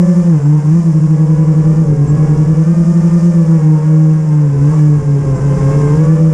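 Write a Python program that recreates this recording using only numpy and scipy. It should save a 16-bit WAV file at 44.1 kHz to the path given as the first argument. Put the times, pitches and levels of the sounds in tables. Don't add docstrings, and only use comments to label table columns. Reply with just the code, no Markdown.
import sys
import numpy as np
from scipy import signal
from scipy.io import wavfile
from scipy.ndimage import uniform_filter1d, minimum_filter1d

SR = 44100
rng = np.random.default_rng(int(sys.argv[2]) if len(sys.argv) > 2 else 0)


def invert_db(x):
    u = np.asarray(x, float) / 20
    return 10 ** u


def generate_wav(signal):
    frames = np.transpose(np.atleast_2d(signal))
    scaled = np.clip(frames, -1, 1) * 32767
    pcm = np.round(scaled).astype(np.int16)
    wavfile.write(sys.argv[1], SR, pcm)


N = 279413


def curve(rows):
    s, *columns = np.transpose(rows)
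    return [np.interp(np.arange(N) / SR, s, c) for c in columns]


def fine(coarse):
    return np.array([np.interp(np.arange(N) / 100, np.arange(len(c)), c) for c in coarse])


def swells(rows):
    t = np.arange(0, N + 100, 100) / SR
    total = 0
    for middle, half, *db in rows:
        bump = np.cos(np.pi / 2 * np.clip((t - middle) / half, -1, 1)) ** 2
        total = total + np.outer(db, bump)
    return fine(total)


def evened(x):
    return x / np.sqrt(np.mean(x ** 2) + 1e-20)


def drift(hz):
    width = int(SR / hz)
    return evened(uniform_filter1d(uniform_filter1d(rng.standard_normal(N), width), width))


def noise(colour, patchy_db, flicker_db, size=512):
    frames, hz = 4 * N // size + 5, np.fft.rfftfreq(size, 1 / SR)
    a, b, patches = rng.standard_normal((frames, len(hz), 3)).T
    patches = evened(uniform_filter1d(uniform_filter1d(patches, size // 64, 0), 12, 1))
    flicker = evened(uniform_filter1d(rng.standard_normal(frames), 3))
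    f, db = np.transpose(colour)
    shape_db = np.interp(np.log(hz + 1), np.log(f), db, right=-120)[:, None]
    z = (a + 1j * b) * invert_db(shape_db + patchy_db * patches + flicker_db * flicker)
    return evened(signal.istft(z, nperseg=size, noverlap=3 * size // 4)[1][:N])


def angle(hz):
    return 2 * np.pi * np.cumsum(hz) / SR


def blades(turn, orders, waver_db, waver_hz):
    out = 0
    for k, db in orders:
        start = 2 * np.pi * rng.random()
        out = out + invert_db(db + waver_db * drift(waver_hz)) * np.cos(np.round(k) * turn + start)
    return out


# (time [s], level [dB])
WIND_LEVEL = [(.04, -41), (.21, -35), (.55, -36), (.7, -32.5), (.95, -33), (1.06, -35), (1.25, -34.5),
              (1.56, -29.5), (1.66, -26.5), (2.2, -23.5), (2.54, -25.5), (2.62, -33), (3.3, -31.5),
              (3.84, -37), (4.45, -35), (5.1, -28), (5.5, -32), (6.3, -29)]
# (middle [s], half length [s], rise [dB])
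WIND_GUSTS = [
    (1.93, .1, 4),
    (2.81, .05, 3.5),
    (4.57, .1, 11),
    (5.03, 0.092, 5),
    (5.38, 0.3, 8.5),
    (5.66, 0.24, 10.5),
    (5.84, 0.14, 7.5),
    (5.97, .05, 10),
    (6.07, .04, 4),
    (6.2, .08, 3),
]
# (frequency [Hz], density [dB per Hz])
WIND_COLOUR = [(15, -3), (40, 2.5), (80, -1), (150, 3.5), (260, -5.5), (420, -6), (700, -37), (1200, -54)]


def wind():
    level_db = curve(WIND_LEVEL)[0] + swells(WIND_GUSTS)[0] + 2.0
    return invert_db(level_db) * noise(WIND_COLOUR, 1.0, 0.73, size=1024)


# (time [s], thrust [dB], turbulence [dB])
ROTOR_AIR = [(.2, -43, -35.6), (.36, -46.5, -36), (.62, -46.5, -36.5), (.78, -44, -36.5), (.92, -46, -38.4),
             (1.42, -47.5, -36.5), (1.74, -46, -36.6), (1.98, -48, -38), (2.2, -45.5, -34),
             (2.6, -45.7, -36.4), (3.2, -43, -35.5), (3.7, -46.4, -36), (4.54, -48.5, -37),
             (4.72, -43.5, -33), (5.08, -48, -37.5), (5.7, -42, -30.5), (5.94, -42.5, -31),
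             (6.28, -46, -35.5)]
# (frequency [Hz], density [dB per Hz])
WAKE_COLOUR = [(150, -7.5), (400, 4), (700, -3), (1000, 0), (1400, -7), (2000, -11.5), (3000, -20),
               (4200, -33), (6000, -59.5)]
HISS_COLOUR = [(2060, -34), (3500, -11.5), (4180, -12.5), (5160, 1), (7320, 1), (7970, -3.5), (9520, -5.5),
               (11000, -17.5), (14300, -47.5), (22000, -120)]
FIZZ_COLOUR = [(10500, -31.5), (11500, -0.5), (13000, -1), (14500, -3.5), (15300, -13.5)]


def rotor_air(slow, fast):
    hiss_db, wake_db = curve(ROTOR_AIR)
    pulse = 1 + 0.11 * np.cos(fast) + 0.08 * np.cos(slow) + 0.23 * np.cos(3 * fast)
    hiss = invert_db(hiss_db + 0.47) * noise(HISS_COLOUR, 0.59, 0.82, size=256)
    fizz_db = -67.5 + 1.9 * (hiss_db + 41.5) + 1.5 * drift(15)
    fizz = invert_db(fizz_db) * noise(FIZZ_COLOUR, 3.5, 1.5, size=1024)
    wake = invert_db(wake_db + 0.5) * noise(WAKE_COLOUR, 0.8, 0.92)
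    return pulse * (hiss + fizz) + wake


# (middle [s], half length [s], lower line [dB], upper line [dB])
COIL_BURSTS = [(.46, .07, 2, 9.5), (1.0, .15, 6, 1), (1.71, .15, 3.5, -2), (2.1, .06, 1, 12),
               (3.47, .08, 4.5, 2), (4.251, .09, 3, 6), (4.76, .3, 1.5, 6), (5.37, .1, 2, 11),
               (5.6, .08, 0, 5), (5.76, .1, 3, -3), (5.91, .08, 2, 7), (6.05, .08, 4, 3)]


def coil_whine():
    thrust_db = 0.7 * (curve(ROTOR_AIR)[0] + 46)
    out = 0
    for burst_db, line_db, hz in zip(swells(COIL_BURSTS), (0, -2.5), (7140, 7550)):
        level_db = -62 + 1.7 * (burst_db + thrust_db + line_db) + 3.7 * drift(25)
        out = out + invert_db(level_db) * np.cos(angle(hz + 12 * drift(50)))
    return out


# (start [s], length [s], near shaft reached [Hz], far shaft reached [Hz])
STICK_MOVES = [(-.2, .1, 173.5, 192), (0, 0.29, 170.2, 199.6), (.29, 0.072, 147.7, 171.2),
               (0.369, 0.058, 143.2, 163.5), (0.429, .13, 149.7, 176.6), (0.687, 0.087, 168.7, 201.2),
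               (0.819, .12, 153, 183.5), (1.03, 0.54, 153.4, 189), (1.6, .13, 156.3, 199),
               (1.821, 0.086, 142.8, 177.3), (1.91, 0.091, 138.3, 179.5), (2.029, 0.16, 146.8, 185.5),
               (2.37, 0.14, 153.6, 191), (2.602, 0.1096, 165.2, 202), (3.031, 0.29, 169.7, 200.9),
               (3.326, 0.099, 160.8, 189.8), (3.552, 0.089, 153, 181), (3.699, .2, 154.8, 183.6),
               (4.14, .15, 148.3, 177), (4.4, .18, 139.4, 168), (4.63, .11, 150, 187.8),
               (4.779, .15, 145.8, 186.2), (4.93, .12, 140.8, 176.8), (5.07, .2, 134, 178.3),
               (5.292, .07, 128.3, 170.9), (5.362, 0.078, 138.5, 173.4), (5.469, 0.21, 133.9, 178.4),
               (5.75, .12, 132.6, 173.9), (5.909, .12, 153.3, 188.6), (6.042, .12, 157.2, 193)]


def shaft_speeds():
    t, moves = np.arange(0, N + 100, 100) / SR, np.array(STICK_MOVES)
    steps = np.diff(moves[:, 2:], axis=0, prepend=0)
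    hz = 0
    for (start, length), step in zip(moves[:, :2], steps):
        ramp = np.clip((t - start) / max(length, 0.02), 0, 1)
        hz = hz + np.outer(step, ramp)
    return fine(uniform_filter1d(hz, size=9, mode="nearest"))


# (multiple of the shaft, level over the far overtone layer [dB])
FAR_OVERTONES = [(6, -0.4), (9, -6.5), (12, -14), (15, -21.5), (18, -28.5)]


def far_rotors(hz, blade_db, overtone_db, unbalance_db):
    out = 0
    for rotor_db, hunt in ((-1.5, 0.00447), (-7.5, 0.007964)):
        turn = angle(hz * (1 + hunt * drift(14) + 0.004 * drift(60)))
        blade_tone = invert_db(blade_db) * blades(turn, [(3, 0.032)], 1.1, 5.8)
        overtones = invert_db(overtone_db) * blades(turn, FAR_OVERTONES, 0.5, 40)
        unbalance = invert_db(unbalance_db) * np.cos(turn)
        out = out + invert_db(rotor_db) * (blade_tone + overtones + unbalance)
    return out


# (first one [s], how many in the run)
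CANCELLATIONS = [(-.02, 3), (.229, 1), (.406, 2), (.841, 1), (.932, 2), (1.077, 3), (1.367, 3), (1.633, 1),
                 (1.751, 4), (2.175, 4), (2.551, 3), (2.85, 3), (3.102, 1), (3.204, 2), (3.456, 1),
                 (3.605, 1), (3.798, 1), (4.234, 1), (4.556, 1), (4.735, 1), (5.029, 1), (5.238, 1),
                 (5.385, 1), (5.59, 1), (5.73, 3), (5.964, 1), (6.057, 1), (6.175, 1), (6.325, 1),
                 (6.46, 1)]


def near_shafts(hz):
    slow = angle(hz + 0.605 * drift(30))
    s, count = np.transpose(CANCELLATIONS)
    gained = np.interp(np.arange(N) / SR, s, np.cumsum(count) - count)
    return slow, slow + 2 * np.pi * (uniform_filter1d(gained, 2000, mode="nearest") + 0.5)


def near_rotor(turn, blade_db, orders):
    ragged = turn + 0.16 * drift(40)
    overtones = invert_db(curve(ROTOR_AIR)[1]) * blades(ragged, orders, 4.5, 7)
    return invert_db(blade_db + 0.2) * blades(turn, [(3, 0.024)], 2.0, 52) + overtones


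# (time [s], summed shake [dB], share of the faster shaft [0-1])
CASE_SHAKE = [(0, -2.5, 0.37), (.41, -3, 0.43), (.9, -3.4, .39),(1.75, -3, 0.37), (1.96, -5.5, 0.59),
              (2.2, -3.5, .49), (2.5, -3.5, 0.42), (3.8, -2, 0.37), (4.23, -3.5, 0.69), (4.56, -6, 0.17),
              (4.74, -1, 0.67), (5.03, -4.5, 0.51), (5.24, -7, 0.67), (5.39, -7.5, 0.49), (5.65, -5, 0.62),
              (5.89, -4.5, 0.75), (6.06, -1.5, .38), (6.34, -3.5, 0.3)]


def case_shake(slow, fast, bend_db):
    level_db, share = curve(CASE_SHAKE)
    swing = (1 - share) * np.exp(1j * slow) + share * np.exp(1j * fast)
    swing *= invert_db(level_db + 1.5) * np.tanh(1.307 * abs(swing)) / (abs(swing) + 1e-9)
    return swing.real - invert_db(bend_db) * (swing ** 2).real


# (time [s], near [dB], far [dB])
BLADE_LOAD = [(.05, -26, -32.5), (.21, -28, -42), (.4, -32.5, -32), (.7, -39.5, -43), (1.0, -39, -36),
              (1.35, -28.5, -33.5), (2.0, -31, -31.5), (2.55, -29.5, -36), (2.9, -36.5, -38.5),
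              (3.45, -31.5, -31.5), (3.75, -31, -36), (4.05, -32, -32.5), (4.3, -37.5, -35),
              (4.55, -29.5, -27), (4.85, -32.5, -37.5), (5.3, -31, -29.5), (5.9, -20, -23.5),
              (6.3, -26.5, -31.5)]
# (level [dB], slope by bite [dB/dB], slope by turbulence [dB/dB])
LAYER_LEVELS = [
    (-32, 0.66, -0.5),
    (-30.5, 1.0, 0.044),
    (-40, 0.05, 1.46),
]
# (multiple of the shaft, level over the turbulence [dB])
SLOW_OVERTONES = [(4, -9.5), (5, -11), (6, -11.5), (7, -16), (8, -23), (9, -21.5), (12, -21.5)]
FAST_OVERTONES = [(4, -12), (5, -10.5), (6, -9), (7, -18), (8, -24.5), (9, -19.5), (12, -26)]


def scene():
    near_hz, far_hz = shaft_speeds()
    thrust_db, turbulence_db = curve(ROTOR_AIR)
    bite_db, far_db = curve(BLADE_LOAD)
    slow_db, fast_db, overtone_db = (db + by_bite * (bite_db + 32) + by_turbulence * (turbulence_db + 36.5)
                                     for db, by_bite, by_turbulence in LAYER_LEVELS)
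    slow, fast = near_shafts(near_hz)
    background = wind() + rotor_air(slow, fast) + coil_whine()
    unbalance_db = -26 + 0.85 * (thrust_db + 46)
    far = far_rotors(far_hz, far_db, overtone_db, unbalance_db)
    near = near_rotor(slow, slow_db, SLOW_OVERTONES) + near_rotor(fast, fast_db, FAST_OVERTONES)
    bend_db = -12.5 - 0.1742 * (near_hz - 153)
    return (background + far + near + case_shake(slow, fast, bend_db))[None]


def roll_off(x):
    return signal.sosfilt(signal.butter(12, 15140, fs=SR, output="sos"), x)


def record(dry):
    bent = dry - 0.064 * dry ** 2
    level = signal.sosfilt(signal.butter(1, 12, "high", fs=SR, output="sos"), bent)
    peak = -minimum_filter1d(-abs(level), size=500)
    gain = (1 + (peak / 0.92) ** 8) ** (-1 / 9)
    held = level * uniform_filter1d(gain, size=300)
    return roll_off(held)


dry = scene()
out = record(dry)
generate_wav(out)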